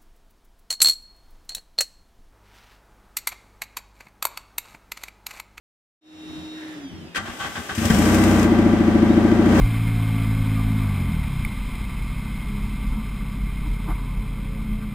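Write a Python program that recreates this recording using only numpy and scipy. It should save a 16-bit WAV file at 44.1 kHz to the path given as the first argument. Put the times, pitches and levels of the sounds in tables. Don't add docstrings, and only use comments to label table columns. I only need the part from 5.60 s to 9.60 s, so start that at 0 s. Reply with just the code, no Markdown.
import sys
import numpy as np
from scipy import signal
from scipy.fft import rfft, irfft
from scipy.io import wavfile
from scipy.ndimage import uniform_filter1d, map_coordinates

SR = 44100
rng = np.random.default_rng(int(sys.argv[2]) if len(sys.argv) > 2 else 0)


def pcm_store(signal):
    levels = np.round(np.clip(np.atleast_2d(signal), -1, 1) * 32767)
    wavfile.write(sys.argv[1], SR, levels.astype(np.int16).T)


N = 176400
T = np.arange(N) / SR
FFT_SIZE = 2 ** 18
HZ = np.maximum(np.fft.rfftfreq(FFT_SIZE, 1 / SR), 1)

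# (time [s], level [dB])
FIRST_FIRINGS = [(2.177, -1), (2.217, -2), (2.25, 3.5)]
# (time [s], firing rate [1/s])
FIRING_RATE = [(2.299, 20.63), (2.42, 29.44), (2.5, 30.91), (2.68, 31.89), (2.9, 28.35), (3.15, 27.28),
               (3.45, 26.96), (3.83, 28.41), (4.0, 32.08)]
# (frequency [Hz], level [dB])
IMPACT_SPECTRUM = [(80, -24), (350, 0), (700, -16), (1100, -8.5), (1600, 1.5), (2600, -5), (4500, -13),
                   (8000, -18.5), (15500, -32)]
# (frequency [Hz], level [dB])
HISS_SPECTRUM = [(1500, 3), (3000, 1), (4300, -7), (5200, -1.5), (6500, -2.5), (8500, -2.5), (10200, -10.5),
                 (12500, -9), (15500, -14)]
# (frequency [Hz], width [Hz], gain [dB])
PANEL_MODES = [(588, 106, 7), (817, 70, 10.5), (856, 74, -11), (948, 11, 8), (1180, 110, 8),
               (1368, 7.8, 11.5), (1558, 74, 9.5), (1900, 44, 5), (2004, 16, 10), (2680, 83, 1.5),
               (3166, 79, 9)]
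# (frequency [Hz], left minus right [dB], coherence [0-1])
BAY_STEREO = [(60, 0, 0.31), (200, 3.5, 1), (377, 0.5, 0.7), (664, 2.5, 1), (1390, 0, 0.44),
              (2480, 7.5, 0.13), (3900, -2, 0), (8500, 25.5, 0), (15000, 13.5, 0.12)]

STARTER_ON_S, STARTER_OFF_S, RUNNING_S = 1.56, 2.7, FIRING_RATE[0][0]
MEAN_FIRING_HZ = np.mean(np.array(FIRING_RATE)[:, 1])


def from_db(db):
    return 10 ** (np.asarray(db) / 20)


def unit_rms(x):
    return x / np.sqrt(np.mean(x ** 2) + 1e-20)


def over_time(rows):
    times, *columns = np.transpose(rows)
    return [np.interp(T, times, column) for column in columns]


def over_frequency(rows):
    hz, *columns = np.transpose(rows)
    return [np.interp(np.log(HZ), np.log(hz), column) for column in columns]


def band_db(points):
    outside = np.maximum(points[0][0] / HZ, 1) * np.maximum(HZ / points[-1][0], 1)
    return over_frequency(points)[0] - 40 * np.log10(outside)


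def resonance_db(modes, hz=HZ):
    return sum(db / (1 + (2 * (hz - centre) / width) ** 2) for centre, width, db in modes)


def filtered(x, curve_db):
    cepstrum = irfft(np.log(from_db(curve_db)))
    cepstrum[1:FFT_SIZE // 2] *= 2
    cepstrum[FFT_SIZE // 2 + 1:] = 0
    spectrum = rfft(x, FFT_SIZE) * np.exp(rfft(cepstrum))
    return irfft(spectrum)[..., :N] / np.sqrt(np.mean(from_db(2 * curve_db)))


def radiate(pair, curve_db, stereo=BAY_STEREO):
    pan_db, coherence = over_frequency(stereo)
    sides = np.array([[1], [-1]])
    mid, side = rfft(pair, FFT_SIZE)
    gains = from_db(sides * pan_db / 2)
    channels = gains * (np.sqrt(1 + coherence) * mid + sides * np.sqrt(1 - coherence) * side)
    power = (gains ** 2).sum(0) / 2 + coherence
    return filtered(irfft(channels / np.sqrt(power))[:, :N], curve_db)


def noise():
    return rng.standard_normal((2, N))


def drift(corner_hz):
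    return unit_rms(irfft(rfft(rng.standard_normal(N), FFT_SIZE) / (1 + (HZ / corner_hz) ** 2))[:N])


def rattle(ticks_per_s=330, tick_gain=0.2):
    ticks = (rng.random(N) < ticks_per_s / SR) * np.tanh(noise())
    return unit_rms(noise() + tick_gain * unit_rms(ticks))


def swell(start, hold, attack, release):
    return np.clip((T - start) / attack + .5, 0, 1) * np.exp(-np.maximum(T - start - hold, 0) / release)


def phase(hz):
    return 2 * np.pi * np.cumsum(hz) / SR


def crank_turns():
    return np.cumsum(over_time(FIRING_RATE)[0] * (T >= RUNNING_S)) / SR / 2


def crank_noise():
    bins = int(SR / MEAN_FIRING_HZ)
    pattern = irfft(np.exp(2j * np.pi * rng.random(N)[:bins]))
    position = crank_turns() % 1 * len(pattern)
    return unit_rms(map_coordinates(pattern, [position], mode="grid-wrap") * (T >= RUNNING_S))


def impulses(times, db):
    train = np.zeros(N + SR)
    train[(times * SR).astype(int)] = from_db(db) * np.sqrt(SR / MEAN_FIRING_HZ)
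    return train[:N]


def squeak():
    # (time [s], frequency [Hz], level [dB])
    glide = [(3.47, 3500, -83), (3.495, 3700, -43), (3.53, 3850, -46), (3.56, 3950, -80)]
    hz, db = over_time(glide)
    return from_db(db) * (T > glide[0][0]) * np.sin(phase(hz * (1 + .01 * drift(150))))


def fuel_flow():
    # (time [s], rush level [dB], rumble level [dB])
    levels = [(.4, -47, -54), (.68, -46, -45.5), (.77, -45.5, -38), (.9, -47.5, -50), (1.0, -46, -52),
              (1.15, -44.5, -48), (1.28, -50.5, -46), (1.35, -48.5, -39), (1.45, -48.5, -39.5),
              (1.54, -50.5, -55), (1.7, -42, -71)]
    # (frequency [Hz], level [dB])
    rush_spectrum = [(240, 0), (400, 2.5), (473, -4.5), (614, -2), (1080, -9), (1760, -10), (2590, -12),
                     (3620, -11), (4350, -24.5), (4840, -18), (15500, -35)]
    rumble_spectrum = [(30, -18), (60, -11), (87, 0), (125, -14), (160, -1), (174, 6.5), (188, -8),
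                       (260, -4.5), (360, -6.5), (480, -38), (900, -29)]
    valve_spectrum = [(900, -21), (1400, -1), (1800, 4), (2150, -2), (2700, -20), (4500, -20)]
    # (frequency [Hz], left minus right [dB], coherence [0-1])
    stereo = [(60, 0, 0.66), (700, 0, 0.6), (2000, -1, 0), (4720, -4.5, 0), (8100, 15, 0),
              (15000, 12, 0.38)]
    rush_db, rumble_db = over_time(levels)
    fizz = from_db(-49.5) * swell(.95, hold=0.13, attack=0.12, release=0.18)
    return (radiate(noise() * from_db(rush_db), band_db(rush_spectrum), stereo)
            + radiate(noise() * from_db(rumble_db), band_db(rumble_spectrum), stereo)
            + radiate(noise() * fizz, band_db(valve_spectrum), stereo))


def fuel_pump(coast_s=1):
    # (time [s], rotation rate [Hz], hum level [dB], whine level [dB])
    run = [(.4, 311, -38, -51.5), (1.09, 312.6, -37.5, -51), (1.155, 305, -41, -53),
           (1.185, 297, -33.5, -54), (1.207, 286, -44, -57), (1.255, 275, -31.5, -53),
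           (1.3, 260, -49, -55.5), (1.45, 224.5, -56, -55), (1.53, 210, -59, -55)]
    # (multiple of rotation rate, level under pressure [dB], level coasting [dB])
    partials = [(8.8, -8, -20), (11.82, -14, -16), (12, 2, -10), (13.2, -12, -10), (15, -21, -20),
                (17.6, -10, -14), (18, -17, -21), (22, -19, -11), (24, -17, -25), (35.8, -23, -28)]
    # (frequency [Hz], width [Hz], gain [dB])
    case_modes = [(3200, 450, 6), (4850, 400, 5), (5800, 400, 4)]
    hz, hum_db, whine_db = over_time(run)
    coasting = np.clip((T - coast_s) / 0.14, 0, 1)
    flutter = (.0008 + .008 * coasting) * drift(69)
    angle = phase(hz * (1 + flutter))
    whine = 0
    for order, loaded_db, coast_db in partials:
        db = loaded_db + coasting * (coast_db - loaded_db) + resonance_db(case_modes, order * hz)
        waver_db = (1.5 + 2 * coasting) * drift(19)
        whine += from_db(db + waver_db) * np.sin(order * angle + rng.uniform(0, np.pi, (2, 1)))
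    tones = np.sqrt(2) * (from_db(hum_db) * np.sin(angle) + from_db(whine_db) * whine)
    return tones * swell(0, hold=STARTER_ON_S, attack=.01, release=.03)


def impact(envelope):
    return radiate(rattle() * envelope, band_db(IMPACT_SPECTRUM) + resonance_db(PANEL_MODES))


def solenoid():
    # (time [s], level [dB], decay [s])
    strikes = [(1.548, -28.5, 0.011), (1.5582, -22.5, 0.0099), (1.567, -23.5, 0.0057), (1.575, -25, 0.006)]
    return impact(sum(from_db(db) * swell(s, 0, .006, decay) for s, db, decay in strikes))


def starter(gear_hz=383, gear_depth=0.45, attack_s=0.0086, release_s=0.085):
    # (time [s], duration [s], level [dB])
    strokes = [(1.579, 0.0063, -28.5), (1.655, 0.043, -36.5), (1.798, 0.064, -30), (1.953, 0.022, -31),
               (2.09, 0.021, -30)]
    # (time [s], frequency [Hz], level [dB])
    spin_up = [(1.57, 170.3, -58), (1.61, 204.7, -38.5), (1.66, 230.3, -42.5), (1.73, 242, -43),
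               (1.8, 207, -60)]
    # (time [s], level [dB], decay [s])
    air_puffs = [(1.569, -36.5, 0.086), (1.684, -37, 0.019), (1.846, -39, 0.06), (1.976, -31, 0.025),
                 (2.11, -37, 0.05)]
    # (frequency [Hz], level [dB])
    churn_spectrum = [(100, 6.5), (300, 1), (500, -8.5), (800, 5.5), (1150, -5), (1600, 3.5), (2300, -5),
                      (3200, -4.5), (4500, -13), (8000, -15.5), (15500, -68)]
    puff_spectrum = [(40, -10), (85, 3), (140, -10), (225, -0.5), (340, -8), (450, -19.5), (900, -31)]
    # (frequency [Hz], width [Hz], gain [dB])
    housing_modes = [(575, 59, -1.5), (750, 190, -0.5), (950, 51, -4), (1132, 145, 8.5), (1530, 78, 2),
                     (1920, 87, -3), (1970, 61, 7), (3230, 250, 0)]
    running = swell(STARTER_ON_S, STARTER_OFF_S - STARTER_ON_S, attack_s, release_s)
    load = sum(from_db(db) * swell(s, hold, attack_s, release=0.026) for s, hold, db in strokes)
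    teeth = 1 + gear_depth * np.sin(phase(gear_hz * (1 + 0.0891 * drift(7.8))))
    churn = np.hypot(load, from_db(-43.5) * running) * teeth
    churn_curve = band_db(churn_spectrum) + resonance_db(PANEL_MODES) + resonance_db(housing_modes)
    brushes = from_db(-45) * swell(1.684, STARTER_OFF_S - 1.68, 0.32, release_s) * teeth
    puffs = sum(from_db(db) * swell(s, 0, attack_s, decay) for s, db, decay in air_puffs)
    hz, hum_db = over_time(spin_up)
    hum = np.sqrt(2) * from_db(hum_db) * running * np.sin(phase(hz))
    return (hum + radiate(rattle() * churn, churn_curve)
            + radiate(rattle() * brushes, band_db(HISS_SPECTRUM))
            + radiate(noise() * puffs, band_db(puff_spectrum)))


def knocks():
    # (time [s], knock level [dB], tick level [dB], decay [s])
    blows = [(2.181, -29.5, -38, 0.019), (2.253, -33, -26, .009), (2.301, -25, -33, 0.016),
             (2.347, -33, -31, 0.0091), (2.386, -29, -29, .006), (2.421, -27.5, -31, 0.0076),
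             (2.49, -40, -35, 0.0039), (2.544, -32, -26, 0.01), (2.638, -25, -28.5, 0.0073),
             (2.796, -35, -30, .005), (2.829, -32, -30.5, 0.008)]
    jolts = sum(from_db(db) * swell(s, 0, .002, decay) for s, db, _, decay in blows)
    ticks = sum(from_db(db) * swell(s, 0, 0.00054, decay) for s, _, db, decay in blows)
    return impact(jolts) + radiate(rattle() * ticks, band_db(HISS_SPECTRUM))


def firing_throb(depth=0.26, delay_s=0.0022, decay_s=0.0096, loud_cylinder_db=4):
    fired = 2 * crank_turns()
    counts = np.arange(int(fired[-1]) + 1)
    first_s, first_db = np.transpose(FIRST_FIRINGS)
    times = np.r_[first_s, T[np.searchsorted(fired, counts, "right")]]
    db = np.r_[first_db, np.zeros(len(counts))]
    db[3::4] += loud_cylinder_db
    pole = np.exp(-2 / (decay_s * SR))
    power = signal.lfilter([1 - pole], [1, -pole], impulses(times + delay_s, db) ** 2 + 1e-18)
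    gusts = uniform_filter1d(np.sqrt(power), size=300)
    return np.hypot(1 - depth, depth * gusts) / np.hypot(1 - depth, depth)


def engine_bay():
    # (time [s], clatter level [dB], intake hiss level [dB])
    levels = [(2.15, -41, -34.5), (2.18, -35, -38.5), (2.24, -23.5, -33), (2.305, -26, -33.5),
              (2.335, -29, -32), (2.5, -24.5, -33.5), (2.84, -25.5, -38), (2.88, -28, -46),
              (3.2, -30, -49.5), (3.83, -29.5, -48.5), (3.93, -25.5, -42), (3.98, -22, -38.5)]
    # (frequency [Hz], level [dB])
    clatter_spectrum = [(150, 14), (400, 8), (700, 0.5), (1000, 0.5), (1300, -2.5), (2100, -4), (3000, -13),
                        (4300, -18.5), (7000, -26), (10000, -53), (15500, -34)]
    clatter_db, hiss_db = over_time(levels)
    throb = firing_throb() * (T > levels[0][0])
    valves = np.sqrt(.5) * (rattle() + np.array([crank_noise(), crank_noise()]))
    clatter_curve = band_db(clatter_spectrum) + resonance_db(PANEL_MODES)
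    return (radiate(valves * throb * from_db(clatter_db), clatter_curve)
            + radiate(rattle() * throb * from_db(hiss_db), band_db(HISS_SPECTRUM)))


def street(x, pan_db=2, echo_db=-16.5):
    # (left delay [s], right delay [s], relative level [dB])
    paths = [(.0091, 0.00939, 4.5), (0.0179, 0.01567, 0), (0.029, .0335, -9.5), (.052, 0.052, -6.5)]
    echoes = sum(from_db(db) * np.array([np.interp(T - lag, T, x, left=0) for lag in lags])
                 for *lags, db in paths)
    return x * from_db(np.array([[.5], [-.5]]) * pan_db) + from_db(echo_db) * echoes


def exhaust_tones(throttle, waver_db=.8, idle_smear=.16, open_smear=.33):
    # (multiple of rotation rate, level at idle [dB], level at open throttle [dB])
    orders = [(4, -35.5, -27.5), (6, -28.5, -24), (8, -32.5, -36.5), (10, -39, -29.5), (12, -33, -25),
              (14, -28.5, -23), (15, -38.5, -39), (16, -22.5, -22), (17, -26, -30), (18, -24, -28.5),
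              (19, -35, -35.5), (20, -32.5, -25), (21, -29, -27), (22, -27, -36.5), (23, -25.5, -40),
              (24, -29.5, -36), (25, -25, -44), (26, -29.5, -46.5), (28, -36.5, -43), (30, -37, -40.5)]
    # (frequency [Hz], group delay [s])
    group_delay = [(60, .009), (230, .008), (280, .011), (320, .017), (400, .017)]
    turns, turn_hz = crank_turns(), over_time(FIRING_RATE)[0] / 2
    lag_cycles = np.cumsum(over_frequency(group_delay)[0]) * SR / FFT_SIZE
    smear_cycles = idle_smear + (open_smear - idle_smear) * uniform_filter1d(throttle, size=8000)
    tones = 0
    for order, idle_db, open_db in orders:
        amplitude = (1 - throttle) * from_db(idle_db) + throttle * from_db(open_db)
        waver = from_db(waver_db * drift(23))
        scatter = smear_cycles * rng.uniform(-1.05, 1)
        lag = np.interp(order * turn_hz, HZ, lag_cycles)
        tones += amplitude * waver * np.cos(2 * np.pi * (order * turns + scatter - lag))
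    return np.sqrt(2) * tones


def exhaust(thud_db=-22, rasp_db=-36.5):
    # (time [s], level [dB], throttle [0-1])
    run = [(2.3, -1, 0.72), (2.48, -.5, 0.76), (2.77, -0.5, 0.94), (2.92, 0, 0.2), (3.08, 0.5, 0.32),
           (3.19, -2, 0.29), (3.4, 0, 0.07), (3.82, 0, 0.2), (3.95, 1, .8)]
    # (frequency [Hz], level [dB])
    rasp_spectrum = [(300, -28.5), (420, 4.5), (490, -7), (575, 10), (670, 0.5), (722, 13.5), (770, -16),
                     (815, 10), (890, -10.5), (955, 6), (1050, -22.5), (2000, -60)]
    thud_spectrum = [(40, -16), (60, 0), (86, 10.5), (140, -5), (190, -9), (226, 13), (280, -9.5),
                     (330, 0.5), (450, -37), (800, -62)]
    level_db, throttle = over_time(run)
    tones = exhaust_tones(throttle)
    rasp = from_db(rasp_db) * filtered(crank_noise(), band_db(rasp_spectrum))
    running = np.clip((T - RUNNING_S) / 0.0019, 0, 1) * from_db(level_db)
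    first_s, first_db = np.transpose(FIRST_FIRINGS)
    thuds = filtered(impulses(first_s, first_db + thud_db), band_db(thud_spectrum))
    return street(running * (tones + rasp) + thuds)


def scene():
    starting = fuel_pump() + fuel_flow() + solenoid() + starter()
    return starting + knocks() + engine_bay() + exhaust() + squeak()


def record(dry, fade_start_s=0.41, fade_s=0.32, cutoff_hz=15650):
    faded = dry * np.clip((T - fade_start_s) / fade_s, 0, 1)
    return irfft(rfft(faded, FFT_SIZE) / np.sqrt(1 + (HZ / cutoff_hz) ** 300))[:, :N]


dry = scene()
out = record(dry)
pcm_store(out)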